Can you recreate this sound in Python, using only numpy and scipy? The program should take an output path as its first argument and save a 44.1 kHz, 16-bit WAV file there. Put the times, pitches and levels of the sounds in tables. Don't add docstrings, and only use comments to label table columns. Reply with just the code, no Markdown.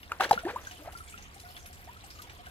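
import sys
import numpy as np
from scipy import signal
from scipy.fft import rfft, irfft
from scipy.io import wavfile

SR = 44100
rng = np.random.default_rng(int(sys.argv[2]) if len(sys.argv) > 2 else 0)


def wav_record(signal):
    frames = np.transpose(np.atleast_2d(signal))
    bounded = np.clip(frames, -1, 1)
    quanta = np.round(bounded * 32767).astype(np.int16)
    wavfile.write(sys.argv[1], SR, quanta)


def to_linear_factor(level_db):
    exponent = np.asarray(level_db, float) / 20
    return 10 ** exponent


N = 110250

FAR_LAG_S = 12.0 / 44100
GULP_WOBBLE_DB, GRAIN_DB = 1.3, 2.3


def rms_one(x):
    return x / np.sqrt(np.mean(x ** 2) + 1e-20)


def at_hz(points, hz):
    points = np.array(points)
    return np.interp(np.log(hz), np.log(points[:, 0] + 1e-9), points[:, 1])


def drift(rate_hz):
    r = np.exp(-2 * np.pi * rate_hz * 40 / SR)
    white = rng.standard_normal(N // 40 + 2002)
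    slow = rms_one(signal.lfilter([1], [1, -2 * r, r * r], white)[2000:])
    return np.interp(np.arange(N) / 40, np.arange(len(slow)), slow)


def colour(x, spectrum):
    hz = np.maximum(np.fft.rfftfreq(N, 1 / SR), 1)
    return irfft(rfft(x) * to_linear_factor(at_hz(spectrum, hz)), N)


def split(x, kind, edge_hz):
    return signal.sosfilt(signal.butter(2, edge_hz, kind, fs=SR, output="sos"), x)


def ring(x, hz, width_hz):
    r, turn = np.exp(-np.pi * width_hz / SR), 2 * np.pi * hz / SR
    return signal.lfilter([0, np.sin(turn)], [1, -2 * r * np.cos(turn), r * r], x + 1e-18)


def ears(x, lag_s, pan_db=0):
    later = np.interp(np.arange(N) - lag_s * SR, np.arange(N), x)
    return np.array([x * to_linear_factor(pan_db), later * to_linear_factor(-pan_db)])


def add(out, start_s, x):
    i = max(int(start_s * SR), 0)
    out[i:i + len(x)] += x[:N - i]


def pocket(length_s, first_hz, last_hz, rise, fall, bend=1):
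    u = np.linspace(0, 1, max(int(length_s * SR), 8))
    shape = u ** rise * (1 - u) ** fall
    hz = first_hz * (last_hz / first_hz) ** u ** bend
    return shape / shape.max() * np.sin(2 * np.pi * np.cumsum(hz) / SR)


def bubbles(per_s, low_hz, high_hz, cycles, spread_db):
    sizes = to_linear_factor(spread_db * np.minimum(rng.exponential(1, N), 4)) * rng.choice([-1, 1], N)
    births = sizes * (rng.random(N) < per_s / SR)
    pitch = rng.integers(0, 24, N)
    out = np.zeros(N)
    for k, hz in enumerate(np.geomspace(low_hz, high_hz, num=24)):
        out += ring(births * (pitch == k), hz, 1.6 * hz / cycles)
    return rms_one(out)


def gulps():
    # start_s, length_s, first_hz, last_hz, peak level_db
    gulp_events = [(1.874, 0.017, 640, 1100, -43.5), (0.1182, 0.0052, 1340, 1300, -22),
                   (.1200, 0.0022, 2440, 2900, -28), (0.12, 0.014, 1270, 1500, -36.5),
                   (0.12, 0.016, 900, 1020, -41), (0.1993, 0.037, 760, 798, -24.5),
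                   (0.2072, 0.0031, 1200, 1200, -15.5), (0.22, 0.021, 880, 1290, -30.5),
                   (0.21, 0.0051, 1530, 1550, -22.5), (0.24, 0.018, 1380, 2300, -25),
                   (0.258, 0.011, 400, 317, -34.5), (0.3115, 0.0016, 770, 1000, -17),
                   (0.31, 0.01575, 929, 622, -8.5), (0.31, 0.0068, 1700, 1700, -27),
                   (0.33, 0.004, 870, 600, -20.5), (0.331, 0.018, 462, 525, -27),
                   (.337, 0.006, 860, 920, -32), (0.36, 0.022, 223, 166, -39.5),
                   (0.793, 0.053, 287, 324, -50.5), (0.434, 0.018, 690, 680, -38),
                   (0.45, 0.044, 318, 465, -28), (0.462, 0.0297, 633, 1560, -33),
                   (0.4515, 0.01, 1700, 2000, -37), (.484, .022, 1500, 2300, -37.5),
                   (.503, .01, 2280, 2370, -40), (0.489, 0.0274, 760, 1050, -38.5),
                   (.508, .014, 940, 560, -39.5), (.533, 0.032, 440, 690, -40),
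                   (0.56, 0.015, 918, 1240, -27), (0.57, 0.023, 1240, 1130, -43),
                   (0.8735, 0.0226, 595, 1100, -35.5), (0.93, 0.032, 680, 1250, -51),
                   (.849, .006, 690, 870, -44), (.858, 0.009, 735, 600, -43),
                   (0.886, 0.013, 1310, 1340, -44.5)]
    out, t = np.zeros(N), np.arange(400) / SR
    white = rng.standard_normal((len(gulp_events), len(t)))
    cracks = signal.lfilter([.4, -.3], [1, -1.5, .6], white) * to_linear_factor(-60 * t / .012)
    for (start_s, length_s, first_hz, last_hz, level_db), crack in zip(gulp_events, cracks):
        add(out, start_s, to_linear_factor(level_db) * pocket(length_s, first_hz, last_hz, .35, 1.4, bend=1.2))
        add(out, start_s + 0.00104, to_linear_factor(level_db - 9) * crack)
    return out * to_linear_factor(GULP_WOBBLE_DB * drift(118))


def thrash():
    # start_s, length_s, level_db
    bouts = [
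        (0.091, 0.12, -49.5),
        (0.197, 0.08, -30.5),
        (0.261, 0.19, -46),
        (0.444, 0.083, -46),
        (0.479, 0.051, -40),
        (0.497, 0.22, -50.5),
        (0.784, 0.047, -55.5),
        (0.843, 0.11, -52),
        (2.235, 0.12, -63),
        (2.392, 0.23, -69),
    ]
    effort = np.zeros(N)
    for start_s, length_s, level_db in bouts:
        u = np.linspace(0, 1, int(length_s * SR))
        add(effort, start_s, 2 * to_linear_factor(level_db) * u ** 0.51 * (1 - u) ** 1.31)
    return effort


def churn():
    # pitch_hz, level_db (per Hz)
    froth = [(180, -15), (300, -6), (778, -10.5), (1450, -4.5), (1800, -5), (5000, -13), (6500, -63),
             (11000, -120)]
    fizz = colour(bubbles(4000, 500, 4500, 13.0, GRAIN_DB + .5), froth)
    return thrash() * to_linear_factor(3.5) * rms_one(fizz)


def sprays():
    # start_s, peak level_db, strongest ring pitch_hz, brightness_db
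    slaps = [(0.0308, -50.5, 2910, -10), (0.2071, -29.5, 2810, -4), (0.235, -34, 3320, -3.5),
             (0.2422, -35.5, 4210, -5.5), (0.292, -37, 2190, 0.5), (0.3117, -40, 2160, 5.5),
             (0.3279, -33, 4054, -6.5), (0.39, -41.5, 2920, -5), (0.6495, -45, 3390, -2.5),
             (0.7117, -38.5, 2970, -1.5), (0.8335, -63.5, 4800, 12), (0.9235, -45.5, 2910, -0.5),
             (0.9737, -43, 4700, -1), (1.085, -51, 3410, -7.5), (1.1775, -44, 2850, -3.5),
             (1.343, -51.5, 4200, 3.5), (1.3987, -45.5, 4030, 2.5), (1.5664, -41, 3450, -5),
             (1.6593, -42.5, 2540, -1), (1.729, -51.5, 7250, 5.5), (1.8415, -55, 5630, 5),
             (2.041, -49.5, 7930, 5), (2.1038, -43.5, 4920, -0.5), (2.1882, -47, 2950, -2.5),
             (2.2189, -39.5, 11460, 1.5), (2.297, -43, 2360, -5), (2.4619, -48, 2970, -4.5)]
    # pitch_hz, level_db (per Hz)
    hiss_spectrum = [(880, -24), (1500, -12.5), (2000, -10.5), (4080, -11), (5660, -12.5), (11800, -29.5),
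                     (16000, -31.5)]
    t60_s, split_hz, shared, churn_hiss_db = 0.12, 4000, 0.093, -10.5
    white = colour(rng.standard_normal((3, N)), hiss_spectrum)
    hiss = shared * ears(white[0], FAR_LAG_S) + (1 - shared) * white[1:]
    hiss = hiss * to_linear_factor(GRAIN_DB * drift(200))
    dull = rms_one(split(hiss, "low", split_hz))
    bright = rms_one(split(hiss, "high", split_hz))

    effort, rings, t = thrash(), np.zeros(N), np.arange(SR // 4) / SR
    low = to_linear_factor(churn_hiss_db) * effort
    high = to_linear_factor(churn_hiss_db - 4) * effort
    for start_s, level_db, hz, bright_db in slaps:
        s = start_s - .001
        shape = to_linear_factor(level_db + 1.5 - 60 * t / t60_s) * np.minimum(t / 0.0023, 1)
        add(low, s, shape * to_linear_factor(-bright_db - 8.5))
        add(high, s, shape * to_linear_factor(bright_db - 7.5))
        bubble = pocket(.012, hz, hz * 0.973, 0.2, 2.2)
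        bubble = bubble + 0.58 * pocket(.012, hz * 1.3, hz * 0.88, 0.24, 7.1)
        add(rings, s, to_linear_factor(level_db + 1 - bright_db - 6.0) * bubble)

    dull = .6 * dull + .8 * ears(bubbles(2500, 1500, 6000, 20, GRAIN_DB), FAR_LAG_S)
    bright = rms_one(signal.lfilter([1, -.6], [1], bright))
    return low * dull + high * bright + ears(rings, FAR_LAG_S)


def drips():
    # start_s, peak level_db, pitch_hz, length_s
    drops = [(0.3763, -26, 1406, 0.013), (0.67, -36.5, 1535, 0.018), (0.709, -55, 713, 0.087),
             (0.82, -49.5, 602, 0.032), (0.951, -38.5, 1334, 0.026), (1.004, -46.5, 1310, 0.031),
             (1.14, -44, 1334, 0.029), (1.361, -50.5, 768, 0.032), (1.435, -53, 702, 0.14),
             (1.545, -57.5, 689, 0.092), (1.636, -54.5, 696, 0.041), (1.698, -56, 713, 0.043),
             (1.889, -43, 938, 0.03), (1.964, -49.5, 1304, 0.022), (2.039, -50, 775, 0.022),
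             (2.189, -46.5, 1206, 0.041), (2.224, -56.5, 930, 0.079), (2.391, -50.5, 703, 0.044),
             (1.181, -58.5, 789, .05), (1.79, -56, 770, 0.028), (1.831, -60, 700, 0.04),
             (2.194, -50, 1470, 0.022), (2.272, -54, 782, 0.017), (2.302, -52.5, 845, .02),
             (2.333, -58, 700, 0.018), (2.39, -52.5, 1165, 0.017), (2.441, -57, 1060, 0.03),
             (2.467, -48, 1526, 0.032), (1.45, -50, 1443, 0.072), (2.467, -54.5, 730, 0.062)]
    out = np.zeros(N)
    for start_s, level_db, hz, length_s in drops:
        add(out, start_s, to_linear_factor(level_db + 3) * pocket(length_s, hz, hz * 1.08, .3, 2.56))
    return out * to_linear_factor(2 * GULP_WOBBLE_DB * drift(66))


def spits(rows, gain_db, t60_s, width):
    out, t = np.zeros((2, N)), np.arange(SR // 8) / SR
    whites = rng.standard_normal((len(rows), 3, len(t)))
    for (start_s, level_db, hz), white in zip(rows, whites):
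        fizz = rms_one(ring(0.44 * white[0] + white[1:], hz, hz * width))
        shape = to_linear_factor(gain_db + level_db - 60 * t / t60_s) * np.minimum(t / 0.00099, 1)
        for ear, x in zip(out, fizz * shape):
            add(ear, start_s - .001, x)
    return out * to_linear_factor(GRAIN_DB * drift(250))


def trickle():
    per_s = 420 * to_linear_factor(1.0 * drift(17))
    return to_linear_factor(-60.5) * bubbles(per_s, 1017, 8430, 28, GRAIN_DB)


def banks(x):
    t60_s, cut_hz = .16, 3500
    t = np.arange(SR // 2) / SR
    tail = rng.standard_normal((2, len(t))) * to_linear_factor(-60 * t / t60_s) * (t > .006)
    tail = signal.lfilter([1], [1, -np.exp(-2 * np.pi * cut_hz / SR)], tail)
    tail = tail / np.sqrt(np.sum(tail ** 2) / 2)
    return to_linear_factor(-26) * signal.fftconvolve(x[None], tail, axes=1)[:, :N]


def pond():
    # pitch_hz, level_db (per Hz)
    bed = [(12, -36), (20, 0), (74, -10), (738, -20), (1000, -21), (2910, -23.5), (5230, -31.5),
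           (11800, -32), (16000, -28)]
    # pitch_hz, shared part (0-1)
    likeness = [(30, 1), (200, 0.92), (1000, 0.85), (4000, 0), (14000, 0.2)]
    swell_db, flicker_db = 1.0, 2.6
    out, together = 0, drift(9)
    edges = 20 * 2 ** np.arange(0, 9.8, .5)
    white = rng.standard_normal((2, 3, N))
    for k, (low, high) in enumerate(zip(edges, edges[1:])):
        shared, *own = split(white[k % 2], "band", [low, high])
        hz = np.sqrt(low * high)
        alike = np.clip(at_hz(likeness, hz), 0, 1)
        motion_db = swell_db * together + flicker_db * drift(5.2) + 1.1 * GRAIN_DB * drift(90)
        gain = to_linear_factor(at_hz(bed, hz) + np.clip(hz / 3000, .3, 1) * motion_db)
        both = np.sqrt(alike) * ears(shared, FAR_LAG_S, -1.5 * (hz < 100))
        out = out + gain * (both + np.sqrt(1 - alike) * np.array(own))
    return to_linear_factor(-53.5) * rms_one(out)


def hums():
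    white = rng.standard_normal((4, N))
    rumble = ears(white[0], 0, -1.0) + .55 * white[2:]
    rumble = to_linear_factor(-55) * rms_one(ring(rumble, 77.3, 15.4))
    hollow_hz, hollow_width_hz = 706, 31
    hollow = ring(ring(white[1], hollow_hz, hollow_width_hz), hollow_hz, hollow_width_hz)
    hollow = to_linear_factor(-72 + 0.7 * drift(17)) * rms_one(hollow)
    return rumble + ears(hollow, FAR_LAG_S, -1.095)


def scene():
    # start_s, peak level_db, centre pitch_hz
    spit_events = [(0.6126, -48, 6010), (0.6348, -48, 7000), (0.669, -37.5, 6400), (0.772, -50, 9000),
                   (0.8327, -49.5, 12100), (0.9206, -49, 11500), (0.9757, -41.5, 10200),
                   (1.0395, -45, 8900), (1.0774, -42.5, 7050), (1.097, -41.5, 8360), (1.1778, -46, 6160),
                   (1.2222, -42, 6400), (1.3452, -48.5, 8900), (1.3968, -44.5, 10700), (1.4476, -51, 5100),
                   (1.5044, -47, 5130), (1.5404, -50.5, 12000), (1.5568, -45.5, 9700), (1.5923, -45, 6530),
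                   (1.627, -49, 5800), (1.6587, -40.5, 11200), (1.7293, -44, 7700), (1.8428, -56.5, 5740),
                   (2.04, -44, 8200), (2.105, -40, 5140), (2.151, -46, 6740), (2.2977, -50.5, 5900),
                   (2.3318, -52.5, 11950), (2.46, -50.5, 11700)]
    # start_s, peak level_db, centre pitch_hz
    plink_events = [(0.5881, -43, 1970), (0.7701, -45.5, 3050), (1.073, -44, 2270), (1.1248, -40, 2550),
                    (1.2067, -55.5, 2890), (1.2535, -43, 3000), (1.3862, -58, 3010), (1.4077, -47.5, 3600),
                    (1.4441, -47, 1960), (1.488, -45.5, 4280), (1.506, -46.5, 2970), (1.5489, -42, 3100),
                    (1.8233, -48, 2060), (1.8761, -42.5, 1820), (2.0078, -44, 3980), (2.0348, -48, 2740),
                    (2.2463, -45, 3270), (2.2717, -46, 2200), (2.3905, -46, 3200)]
    near = gulps() + churn()
    far = drips() + trickle()
    spray = sprays()
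    out = ears(near, 4.0 / 44100, .7) + ears(far, FAR_LAG_S, 1.0) + spray
    out = out + spits(spit_events, -10, t60_s=0.21, width=.1)
    out = out + spits(plink_events, -8, t60_s=0.099, width=.035)
    out = out + banks(near + 2.6 * far + spray[0])
    return out + pond() + hums()


def band_limit(x):
    return signal.sosfilt(signal.butter(12, 16770, fs=SR, output="sos"), x)


def record(dry):
    cut = signal.sosfilt(signal.cheby2(12, 60, 16600, fs=SR, output="sos"), dry)
    mix = signal.lfilter(*signal.butter(2, 30, "high", fs=SR), cut)
    return band_limit(mix)


dry = scene()
out = record(dry)
wav_record(out)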